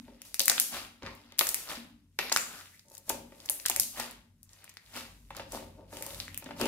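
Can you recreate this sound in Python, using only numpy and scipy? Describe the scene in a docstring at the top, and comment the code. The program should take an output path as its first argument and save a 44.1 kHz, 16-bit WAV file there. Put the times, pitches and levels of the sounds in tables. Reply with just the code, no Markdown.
"""A small room, a wooden table: two hands squeeze and fold a lump of thick slime.
Trapped air pockets burst as sharp pops, some with a brief tail; sticky skin peels off as a fizz
of tiny pops; a closing air gap squelches. Pushes, rubs and knocks ring the table top, and the
frame sways. Two spaced microphones listen from above, over faint house rumble and hiss."""
import sys
import numpy as np
from scipy import signal
from scipy.io import wavfile

SR = 44100
rng = np.random.default_rng(int(sys.argv[2]) if len(sys.argv) > 2 else 0)


def inscribe(sig):
    """Save sig as 16-bit PCM at rate SR to the path in sys.argv[1].

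    A 1-D sig is mono; a 2-D sig holds one channel per row.
    Samples are clipped to [-1, 1] before scaling.
    """
    pcm = np.round(np.clip(np.atleast_2d(sig).T, -1, 1) * 32767)
    wavfile.write(sys.argv[1], SR, pcm.astype(np.int16))


N = 294147

# House rumble and microphone hiss. Each row: frequency in Hz, relative density in dB.
BACKGROUND_SPECTRUM = [(59, -25.5), (100, -3.5), (119, -11), (206, -1.5), (239, -3), (365, -53.5),
                       (570, -36.5), (1310, -37.5), (7610, -34.5), (16000, -57.5)]
# Diffuse sound. Each row: frequency in Hz, left-right correlation.
STEREO_LIKENESS = [(60, 0.43), (290, .92), (640, 0.11), (1400, 0.05), (3000, 0.008)]
# Resonances of legs and frame. Each row: centre in Hz, width in Hz, relative level in dB.
FRAME_MODES = [(49.6, 8.9, 4.5), (72.4, 42, -5.5), (92.2, 8.7, 5), (151, 120, 3.5)]
# Sway of the frame. Each row: time in seconds, level in dB.
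SWAY_LEVELS = [(0.0, -57.5), (0.72, -84), (0.82, -60.5), (1.018, -72.5), (1.03, -45.5), (1.24, -67),
               (3.05, -66.5), (3.14, -53.5), (3.34, -65), (3.7, -68), (3.81, -55), (3.86, -63),
               (4.05, -62.5), (4.83, -71), (4.9, -64), (5.57, -53), (5.85, -57), (6.11, -53), (6.35, -57.5),
               (6.65, -47), (6.67, -58)]
# Table top modes. Each row: frequency in Hz, gain in dB, T60 in seconds.
TOP_MODES = [(173, -21.5, 0.14), (238, -8, 0.3), (287.8, -13.5, 0.18), (300, -4.5, 0.073), (399, -7, 0.077),
             (476.5, -4.5, 0.022), (547.6, 0.5, 0.086), (603, 3, 0.022), (903, -4, 0.055),
             (1182, -12.5, 0.028), (1402, -7.5, 0.006)]
# Hands lean on the top or let go. Each row: start and hold in seconds, relative level in dB.
HAND_PUSHES = [(0.0, 0.011, -41), (0.469, 0.36, -49), (0.81, 0.12, -55), (1.031, 0.035, -47),
               (1.248, 0.023, -55), (1.774, 0.03, -41), (2.216, 0.17, -46), (3.102, 0.053, -40.5),
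               (3.702, 0.26, -51), (3.983, .03, -43.5), (4.953, 0.062, -47.5), (5.551, 0.032, -41.5),
               (6.205, 0.14, -51), (6.458, .05, -38.5), (6.617, .05, -29.5)]
# Slime rubbed along the top. Each row: start and hold in seconds, relative level in dB.
SLIME_RUBS = [(0.08, 0.025, -57), (1.03, 0.14, -68.5), (2.85, 0.16, -67.5), (3.1, 0.019, -40.5),
              (3.2, 0.36, -60.5), (5.305, 0.017, -67), (5.4, 0.044, -54.5), (5.525, 0.11, -48.5),
              (5.78, 0.017, -48.5), (5.93, 0.11, -46.5), (6.065, 0.095, -53.5), (6.43, 0.07, -54.5),
              (6.6, .07, -39)]
# Fingers and slime land. Each row: start in seconds, relative level in dB, slap over that in dB.
TABLE_KNOCKS = [(0.081, -37.5, -10), (0.405, -29.5, -24), (0.498, -39, 19.5), (0.515, -35, 10),
                (1.0225, -38.5, 3), (1.0327, -33.5, 0.5), (1.051, -36, -3), (1.068, -34.5, 6),
                (1.32, -47.5, 5), (1.41, -27.5, 12.5), (2.189, -35.5, 21), (2.317, -35, 17.5),
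                (2.911, -43.5, -15), (3.08, -42.5, -8), (3.1, -21.5, -2), (3.321, -43.5, -0.5),
                (3.499, -37, 6), (3.654, -45.5, 13.5), (3.698, -39, 17.5), (3.768, -32.5, -9),
                (5.305, -36, 5), (5.368, -35, -12), (5.396, -26.5, -1), (5.531, -27.5, -13.5),
                (5.548, -31, -26), (5.927, -30.5, -5.5), (6.065, -37.5, -2), (6.423, -41.5, 6),
                (6.46, -39.5, 10), (6.489, -35, -4), (6.508, -33, 4), (6.565, -39, -8), (6.599, -24, -23),
                (6.613, -21.5, 0.5), (6.636, -23, -12), (6.656, -20, -23)]
# Faint fizz under slow hands. Each row: time in seconds, pocket and tick levels in dB.
CREEP_FIZZ = [(0.0, -67, -68), (0.2, -70, -76.5), (0.9, -79, -87), (1.15, -66.5, -66), (1.35, -64, -80.5),
              (2.1, -87.5, -83), (2.55, -52.5, -52.5), (2.86, -89, -72.5), (3.3, -73, -69.5),
              (3.45, -60, -59.5), (4.35, -88.5, -83), (4.65, -60.5, -69), (4.8, -73, -73),
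              (4.9, -65, -62.5), (5.25, -83, -70.5), (5.7, -72.5, -72.5), (5.85, -73, -79),
              (6.35, -63.5, -62.5), (6.67, -77, -79)]
# Fizz after a burst. Each row: start and hold in seconds, pocket, tick and sizzle levels in dB.
AFTER_FIZZ = [(0.25, 0.0049, -61.5, -53, -66.5), (0.4, 0.11, -55.5, -41, -55.5),
              (0.49, 0.082, -49.5, -40.5, -55.5), (0.605, 0.0074, -69.5, -33.5, -50.5),
              (1.395, 0.055, -44, -41.5, -40), (1.475, 0.016, -62, -43, -40), (1.55, 0.052, -53, -46, -49),
              (2.195, 0.056, -43, -59.5, -59), (2.33, 0.013, -60.5, -38, -59),
              (2.375, 0.018, -45.5, -42.5, -78), (3.505, .04, -62.5, -58, -44.5),
              (3.6, 0.014, -65, -57, -59), (3.72, 0.017, -51.5, -43, -55), (3.805, 0.0087, -64, -36, -40.5),
              (4.5, 0.08, -71, -66.5, -89.5), (6.03, 0.08, -66, -58, -54)]
# Skin comes unstuck. Each row: start and hold in seconds, pocket and tick levels in dB.
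SKIN_PEELS = [(0.735, 0.029, -40.5, -44), (1.06, 0.0077, -52, -67), (1.7, 0.0078, -39, -44),
              (2.74, 0.0064, -79, -66), (2.93, 0.02, -67.5, -59.5), (3.105, 0.0041, -51.5, -43),
              (3.98, 0.04, -41, -44), (4.96, 0.012, -43, -45.5), (5.37, 0.0043, -48, -58),
              (5.535, 0.014, -48, -46.5), (5.935, 0.29, -55.5, -51.5), (6.47, 0.015, -68, -64),
              (6.605, .07, -42.5, -45.5)]
# Air pockets burst. Each row: start in seconds, cavity pitch in Hz and relative level in dB,
# film pitch in Hz and relative level in dB, relative snap level in dB, ragged trail offset in dB.
POCKET_POPS = [(0.2183,3100,-34,7000,-31,-31,-5.5),(0.3434,2720,-26,6030,-18.5,-17,-6),(.395,2380,-34,5370,-9.5,-8.5,-4),(0.4038,2660,-34,4300,-13,-29,-2),
               (0.4163,2830,-29,14000,-18,-25,2),(.435,734,-50,5800,-36,-25,-3),(.457,2430,-44,13500,-16,-21,1),(.481,2160,-9.5,8500,-6.5,-4,-4),
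               (0.4976,2220,-18.5,5700,-6,-12,0.5),(.5165,1680,-21.5,5100,-48,-22,-2),(.5804,1630,-20.5,3140,-18.5,-42,-1),(.599,2000,-26,11400,-25,-8,1),
               (.617,2200,-33,7780,-28,-18,-3),(.849,1600,-52,2970,-39,-62,-3),(1.023,2010,-42,3600,-45,-59,0),(1.031,1002,-40,4490,-39,-54.5,-0.5),(1.063,1900,-28,4030,-37,-59,3),
               (1.151,1500,-66,13000,-42,-56,0),(1.3222,800,-59.5,3300,-44.5,-51,1),(1.3783,1980,-58,5050,-65,-43.5,0),(1.3855,2620,-29,12500,-21,-33,5),
               (1.3918,2530,-21,4030,-12.5,-8.5,-1),(1.4104,1350,-14,2870,-19.5,-32,3.5),(1.4694,1800,-24.5,7350,-16,-20.5,-0.5),(1.4904,2800,-35,8300,-19,-12.5,-2.5),
               (1.5444,2210,-22.5,7000,-24,-11.5,-3.5),(2.1897,2310,-14,4400,-17.5,-24,-2.5),(2.2973,2020,-25,5300,-26,-39,-2),(2.318,784,-23.5,4300,-35,-47,-3),
               (2.3224,2250,-24,7000,-14,-22,-4),(2.3252,1720,-29,6400,-10.5,-22,1.5),(2.3624,1450,-8.5,5050,-12.5,-20,1),(2.372,2320,-12.5,6600,-17,-19,-1.5),
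               (2.794,2400,-49,4500,-46,-51,2.5),(2.857,2420,-71,7500,-56,-64,-6),(2.884,2390,-69,7000,-45,-56,-3),(2.9,2400,-62,6470,-48,-45,-3),
               (2.917,930,-71,7000,-42.5,-47,-2),(2.9401,800,-49.5,6560,-53,-42,-3),(2.951,2260,-54,7400,-37,-40,0),(2.97,2410,-49,4400,-48,-49,3),
               (2.9797,1030,-61,7150,-45,-34,0.5),(3.0941,2500,-33,8000,-25,-15,-1.5),(3.097,710,-26.5,3070,-29,-17,-4.5),(3.4022,960,-51,4640,-40,-53,-1),
               (3.456,1010,-57,14500,-35,-44,1),(3.4593,1510,-48,7660,-35,-37,2.5),(3.4892,2060,-52,3500,-30.5,-40,-2),(3.4979,2480,-47,11600,-6.5,-19,-5.5),
               (3.599,2580,-33.5,4660,-33.5,-46,-1.5),(3.6548,1930,-23.5,3540,-27,-45,-4),(3.6605,2440,-24,9000,-12,-16,1),(3.6644,1720,-23.5,4100,-21,-37,-3),
               (3.6839,2750,-27,5500,-23,-22,-1),(3.6985,910,-28,8500,-17,-9.5,-3),(3.7141,930,-38,2900,-30.5,-35.5,2),(3.7626,2200,-20.5,4360,-34,-13,-6),
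               (3.7982,2080,-30,7000,-25,-5,-3),(3.8328,2200,-48,4530,-34.5,-28,5),(3.9975,1860,-26.5,3780,-36,-27.5,0),(3.9994,850,-24,6000,-29,-31,4.5),
               (4.1111,1850,-44.5,10560,-33,-39,-1),(4.431,1410,-69,4550,-54.5,-38,-7.5),(4.4925,2000,-61,5980,-48,-64.5,0.5),(4.533,2000,-74,6500,-40.5,-56,-3.5),(4.622,2500,-52,4500,-56,-65,-7),
               (4.643,1630,-42.5,6100,-48,-38,-1.5),(4.6784,2400,-37.5,4180,-58,-74,-5),(4.694,2410,-45,7550,-37.5,-39,-2.5),(4.698,2000,-47,6000,-46,-48,1),(4.74,2000,-55,6000,-58,-47,-4),
               (4.7701,1980,-32.5,4180,-38,-46,1),(4.862,2400,-60,3980,-49.5,-62.5,-3),(5.307,950,-30.5,3500,-53,-49,-0.5),(5.3493,1350,-36,7500,-46,-56,0),
               (5.367,2910,-48,5400,-32.5,-33.5,-0.5),(5.397,680,-39,2580,-35,-49,-5),(5.521,2780,-51.5,9000,-33,-44,7),(5.548,710,-26,3020,-55,-60,-3),
               (5.5735,950,-29.5,3000,-48,-60.5,-2),(5.97,3020,-29,7400,-32.5,-47,0.5),(6.0243,2240,-28.5,13700,-27,-27,-0.5),(6.065,960,-35,6100,-53,-28,-1.5),
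               (6.106,2180,-40,3530,-36,-44,-3),(6.1458,1960,-56,3530,-37,-37,1),(6.2014,2430,-46,4100,-22.5,-34,-3),(6.2806,1960,-27.5,6050,-40,-60,-3),
               (6.345,2920,-28.5,13000,-39,-38,2),(6.376,2500,-31,13600,-17,-33,-3),(6.4425,870,-44,6000,-37,-42,-1),(6.597,627,-44,7000,-42,-42,7),
               (6.613,520,-22,4800,-26,-26,3),(6.656,2700,-23,5600,-38,-33,6)]
# Noise lingering after a pop or knock. Each row: start and hold in seconds, centre in Hz, level in dB.
POP_TAILS = [(0.39, 0.027, 4600, -50), (0.485, 0.039, 8200, -37), (0.602, 0.041, 11200, -37.5),
             (1.059, .018, 2110, -51.5), (1.066, .016, 1010, -50), (1.385, .02, 12400, -32),
             (2.187, 0.059, 12000, -49), (2.37, 0.039, 7300, -38.5), (3.506, 0.036, 10600, -44),
             (6.602, 0.085, 392, -35), (6.609, 0.041, 2720, -42)]
# A closing air gap. Each row: time in seconds, pitch in Hz, level in dB.
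SQUELCH_PATH = [(2.38, 1355, -92), (2.45, 1370, -59), (2.6, 1500, -54), (2.7, 1614, -80),
                (2.745, 2044, -59), (2.78, 2020, -90)]
# Reverberation. Each row: frequency in Hz, T60 in seconds, relative level in dB.
ROOM_BANDS = [(197.8, 0.89, -8.5), (497, 0.45, -5), (1558, 0.44, -4.5), (3390, 0.4, -0.5), (7000, 0.25, 0),
              (10830, 0.1, 5), (15500, 0.19, -4)]

POP_SAMPLES = 600


def from_db(db):
    return 10 ** (np.asarray(db) / 20)


def unit_rms(x):
    return x / np.sqrt(np.mean(x ** 2) + 1e-20)


def at_hz(rows, hz, column=1):
    rows = np.array(rows)
    return np.interp(np.log(hz), np.log(rows[:, 0]), rows[:, column])


def in_time(rows):
    time_s, *columns = np.transpose(rows)
    return [np.interp(np.arange(N) / SR, time_s, column) for column in columns]


def band(x, low_hz, high_hz):
    sos = signal.butter(2, [low_hz, min(high_hz, 20000)], "band", fs=SR, output="sos")
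    return signal.sosfilt(sos, x)


def ring(clicks, hz, t60_s):
    """A unit click starts a decaying sine of height 1."""
    r, w = from_db(-60 / (t60_s * SR)), 2 * np.pi * hz / SR
    return signal.lfilter([0, np.sin(w)], [1, -2 * r * np.cos(w), r * r], clicks + 1e-18)


def wet_ring(hz, level_db, t60_cycles):
    """A few damped cycles with a rounded start."""
    cycles = hz * np.arange(POP_SAMPLES) / SR
    onset = 1 - np.exp(-cycles / 1.215)
    return np.sin(2 * np.pi * cycles) * onset * from_db(level_db - 60 * cycles / t60_cycles)


def grains(per_s, spread_db):
    """Random clicks of uneven size and sign; rms 1."""
    sizes = from_db(spread_db * np.minimum(rng.exponential(1, N), 3.0)) * rng.choice([-1, 1], N)
    return unit_rms(sizes * (rng.random(N) < per_s / SR))


def bursts(starts, t60_s, alike):
    """Each start sets off dying noise, partly shared by both sides."""
    shared = np.sqrt(alike) * rng.standard_normal(N)
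    noise = shared + np.sqrt(1 - alike) * rng.standard_normal((2, N))
    return noise * signal.lfilter([1], [1, -from_db(-60 / (t60_s * SR))], starts + 1e-18)


def diffuse(size, gain_at_hz):
    """Stereo noise in half-octave bands; the sides part towards the treble."""
    out, edges_hz = 0, 28 * 2 ** np.arange(0, 10, .5)
    white = rng.standard_normal((2, 2, size))
    for k, (low_hz, high_hz) in enumerate(zip(edges_hz, edges_hz[1:])):
        mid, side = band(white[k % 2], low_hz, high_hz)
        hz = np.sqrt(low_hz * high_hz)
        alike = at_hz(STEREO_LIKENESS, hz)
        out += gain_at_hz(hz) * (np.sqrt(1 + alike) * mid + np.sqrt(1 - alike) * side * [[1], [-1]])
    return out


def swells(rows, rise_db_per_s, fall_db_per_s):
    """Rows rise, hold, fall and add in power; one dB curve per level column."""
    t, rows = np.arange(0, N + 64, 64) / SR, np.array(rows)
    start_s, end_s = rows[:, [0]], rows[:, [0]] + rows[:, [1]]
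    shape_db = -rise_db_per_s * np.maximum(start_s - t, 0) - fall_db_per_s * np.maximum(t - end_s, 0)
    power = from_db(2 * rows[:, 2:].T) @ from_db(2 * shape_db) + 1e-14
    return np.array([np.interp(np.arange(N) / SR, t, 10 * np.log10(p)) for p in power])


def background(level_db=-77):
    """Steady house rumble and microphone hiss."""
    noise = diffuse(N, lambda hz: from_db(at_hz(BACKGROUND_SPECTRUM, hz)))
    return from_db(level_db) * unit_rms(noise)


def frame_sway():
    """The whole table rocks at a few broad, low resonances."""
    level_db, = in_time(SWAY_LEVELS)
    modes = [from_db(db) * unit_rms(band(rng.standard_normal(N), hz - width_hz / 2, hz + width_hz / 2))
             for hz, width_hz, db in FRAME_MODES]
    side = [[.15], [-.15]] * sum(modes[1::2])[::-1]
    return from_db(level_db) * unit_rms(sum(modes) + side)


def table_top(peel_db):
    """Pushes drive the low modes, rubs and tugs of the fizzing slime the higher; knocks ring all, thump and
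    slap."""
    push_db, = swells(HAND_PUSHES, rise_db_per_s=503.5, fall_db_per_s=88.5)
    rub_db, = swells(SLIME_RUBS, rise_db_per_s=901.5, fall_db_per_s=199)
    tugs = grains(per_s=600, spread_db=4.8) * (from_db(rub_db - 28) + from_db(peel_db - 39))
    kneading = rng.standard_normal(N) * from_db(push_db - 30.5)
    push_s, _, thud_db = np.transpose(HAND_PUSHES)
    kneading[(push_s * SR).astype(int)] += from_db(thud_db + 2.5)   # each push opens with a thud
    knock_s, knock_db, slap_db = np.transpose(TABLE_KNOCKS)
    at = (knock_s * SR).astype(int)
    scatter_db = rng.normal(0, 2.5, (len(at), len(TOP_MODES)))
    wood, thumps, slaps = np.zeros((3, N))
    for k, (hz, gain_db, t60_s) in enumerate(TOP_MODES):
        # A fingertip hardly moves the lowest modes.
        drive, coupling_db = (kneading.copy(), -18) if hz < 300 else (tugs.copy(), -11)
        drive[at] += from_db(knock_db + coupling_db + scatter_db[:, k])
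        wood += (-1) ** k * from_db(gain_db) * ring(drive, hz, t60_s)
    thumps[at] = from_db(knock_db + 16.5)   # soft weight of the hand
    slaps[at] = from_db(knock_db + slap_db)
    return wood + band(thumps + 1e-18, 60, 230) + band(bursts(slaps, t60_s=.045, alike=.8), 400, 2500)


def fizz_levels():
    """dB curves for fizz(); peels, after-fizz and creep add in power."""
    peel_db = swells(SKIN_PEELS, rise_db_per_s=460, fall_db_per_s=159)
    *after_db, sizzle_db = swells(AFTER_FIZZ, rise_db_per_s=3000.5, fall_db_per_s=120)
    creep_db = in_time(CREEP_FIZZ)
    pocket_db, tick_db = 10 * np.log10(sum(from_db(db) ** 2 for db in (peel_db, after_db, creep_db)))
    suction_db = peel_db[0] - 17.5   # peels also open the largest pockets
    crackle_db = creep_db[1] - 8.5   # lone ticks follow the creep
    return pocket_db, tick_db, suction_db, sizzle_db, crackle_db


def fizz(pocket_db, tick_db, suction_db, sizzle_db, crackle_db):
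    """Tiny pockets open along the peeling contact: larger ones ring, the finest only tick."""
    pockets = np.zeros((2, N))
    size_class = rng.integers(0, 16, N)
    clicks = grains(per_s=2000, spread_db=3.5)
    for k, hz in enumerate(np.geomspace(600, 5000, 16)):
        pocket = ring(clicks * (size_class == k), hz, t60_s=8.8 / hz) * (hz / 1500) ** 1.03
        pockets[0] += pocket
        pockets[1] += np.roll(pocket, (k * 5) % 9 - 4)   # each size sits elsewhere on the lump
    ticks = band(np.array([grains(per_s=4000, spread_db=3.5) for _ in range(2)]), 4500, 14000)
    lone_ticks = grains(per_s=70, spread_db=4.7)
    crackle = sum(band(lone_ticks * (size_class % 3 == k), hz, 2.2 * hz) * 1800 / hz
                  for k, hz in enumerate([1800, 3500, 6000]))
    suction = band(pockets, 620, 1900)
    sizzle = band(ticks[:, ::-1], 9000, 19000)
    layers = [(pockets, pocket_db), (ticks, tick_db), (suction, suction_db),
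              (sizzle, sizzle_db), (crackle, crackle_db)]
    return sum(from_db(db) * unit_rms(x) for x, db in layers)


def pops():
    """Cavity and torn film ring over a bright snap; the ragged tear trails on. Gives direct, trail."""
    pan_db = rng.normal(2, 2, len(POCKET_POPS))   # left minus right
    rings, tears, snaps, snap_trails = np.zeros((4, 2, N + POP_SAMPLES))
    tear_decay = from_db(-60 * np.arange(POP_SAMPLES) / SR / 0.018)
    for k, (start_s, cavity_hz, cavity_db, film_hz, film_db, snap_db, ragged_db) in enumerate(POCKET_POPS):
        at = int(start_s * SR)
        span = slice(at, at + POP_SAMPLES)
        sides = from_db([[pan_db[k] / 2], [-pan_db[k] / 2]])
        cavity = wet_ring(cavity_hz, cavity_db + 12.5, t60_cycles=5.3)
        film = wet_ring(film_hz, film_db + 19.5, t60_cycles=4.8)
        rings[:, span] += sides * (cavity + film)
        tear = band(rng.standard_normal((2, POP_SAMPLES)) * tear_decay, film_hz / 1.55, film_hz * 1.41)
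        tears[:, span] += sides * from_db(film_db + ragged_db) * 5500 / film_hz * tear
        snaps[:, [at]] = sides * from_db(snap_db)
        snap_trails[:, [at]] = sides * from_db(snap_db + ragged_db)
    direct = rings + from_db(14) * band(snaps + 1e-18, 6000, 15000)
    bright_trail = band(bursts(snap_trails[:, :N], t60_s=0.015, alike=0.039), 5000, 15500)
    return direct[:, :N], tears[:, :N] + from_db(-2) * bright_trail


def pop_tails(edge_ratio=1.12, fall_db_per_s=200):
    """Brief narrow-band noise lingers after a pop or knock, then fades."""
    t, out = np.arange(SR // 2) / SR, np.zeros((2, N + SR))
    for start_s, hold_s, hz, db in POP_TAILS:
        white = rng.standard_normal((3, len(t)))
        noise = white[0] if hz < 1500 else white[1:]   # low tails reach both sides alike
        tail = unit_rms(band(noise, hz / edge_ratio, hz * edge_ratio))
        at = int(start_s * SR)
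        out[:, at:at + len(t)] += tail * from_db(db - fall_db_per_s * np.maximum(t - hold_s, 0))
    return out[:, :N]


def squelch(width_hz=590):
    """A closing air gap: narrow-band noise rising in pitch."""
    pitch_hz, level_db = in_time(SQUELCH_PATH)
    lowpass = signal.butter(2, width_hz / 2, fs=SR, output="sos")
    in_phase, quadrature = signal.sosfilt(lowpass, rng.standard_normal((2, N)))
    phase, t = 2 * np.pi * np.cumsum(pitch_hz) / SR, np.arange(N) / SR
    sounding = (t > SQUELCH_PATH[0][0]) & (t < SQUELCH_PATH[-1][0])
    return from_db(level_db) * sounding * unit_rms(in_phase * np.cos(phase) + quadrature * np.sin(phase))


def room(x, gap_s=.003, rise_s=.005):
    """Early wall echoes melt into diffuse noise that dies band by band."""
    t = np.arange(SR // 2) / SR
    rise = np.clip((t - gap_s) / rise_s, 0, 1)
    echoes = np.repeat(rng.standard_normal(len(t) // 24 + 1), 24)[:len(t)]
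    echo_gain = from_db(4 * echoes * np.exp(-t / .04))

    def decay(hz):
        return from_db(at_hz(ROOM_BANDS, hz, column=2) - 34 - 60 * t / at_hz(ROOM_BANDS, hz))

    response = diffuse(len(t), decay) * rise * echo_gain
    return signal.fftconvolve(x[None], response, axes=1)[:, :N]


def scene(right_lag_samples=4):
    """Slime and table close by, their reverberation, the background."""
    pocket_db, *other_db = fizz_levels()
    balance = from_db([[.8], [-.8]])   # left microphone is more sensitive
    pop_direct, pop_trail = pops()
    handling = (fizz(pocket_db, *other_db) + squelch() + pop_tails() + table_top(pocket_db)) * balance
    room_feed = handling + from_db(-1.5) * pop_direct   # pops face up and feed the walls less
    reverb = room(room_feed.mean(axis=0)) * balance
    near = handling + pop_direct
    near[1] = np.roll(near[1], right_lag_samples)
    return near + pop_trail + reverb + (background() + frame_sway()) * balance


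def record(dry):
    """Clip at full scale, then a steep low-pass."""
    stop_hz = 16200
    return signal.sosfilt(signal.cheby2(22, 75, stop_hz, fs=SR, output="sos"), np.clip(dry, -1, 1))


dry = scene()
out = record(dry)
inscribe(out)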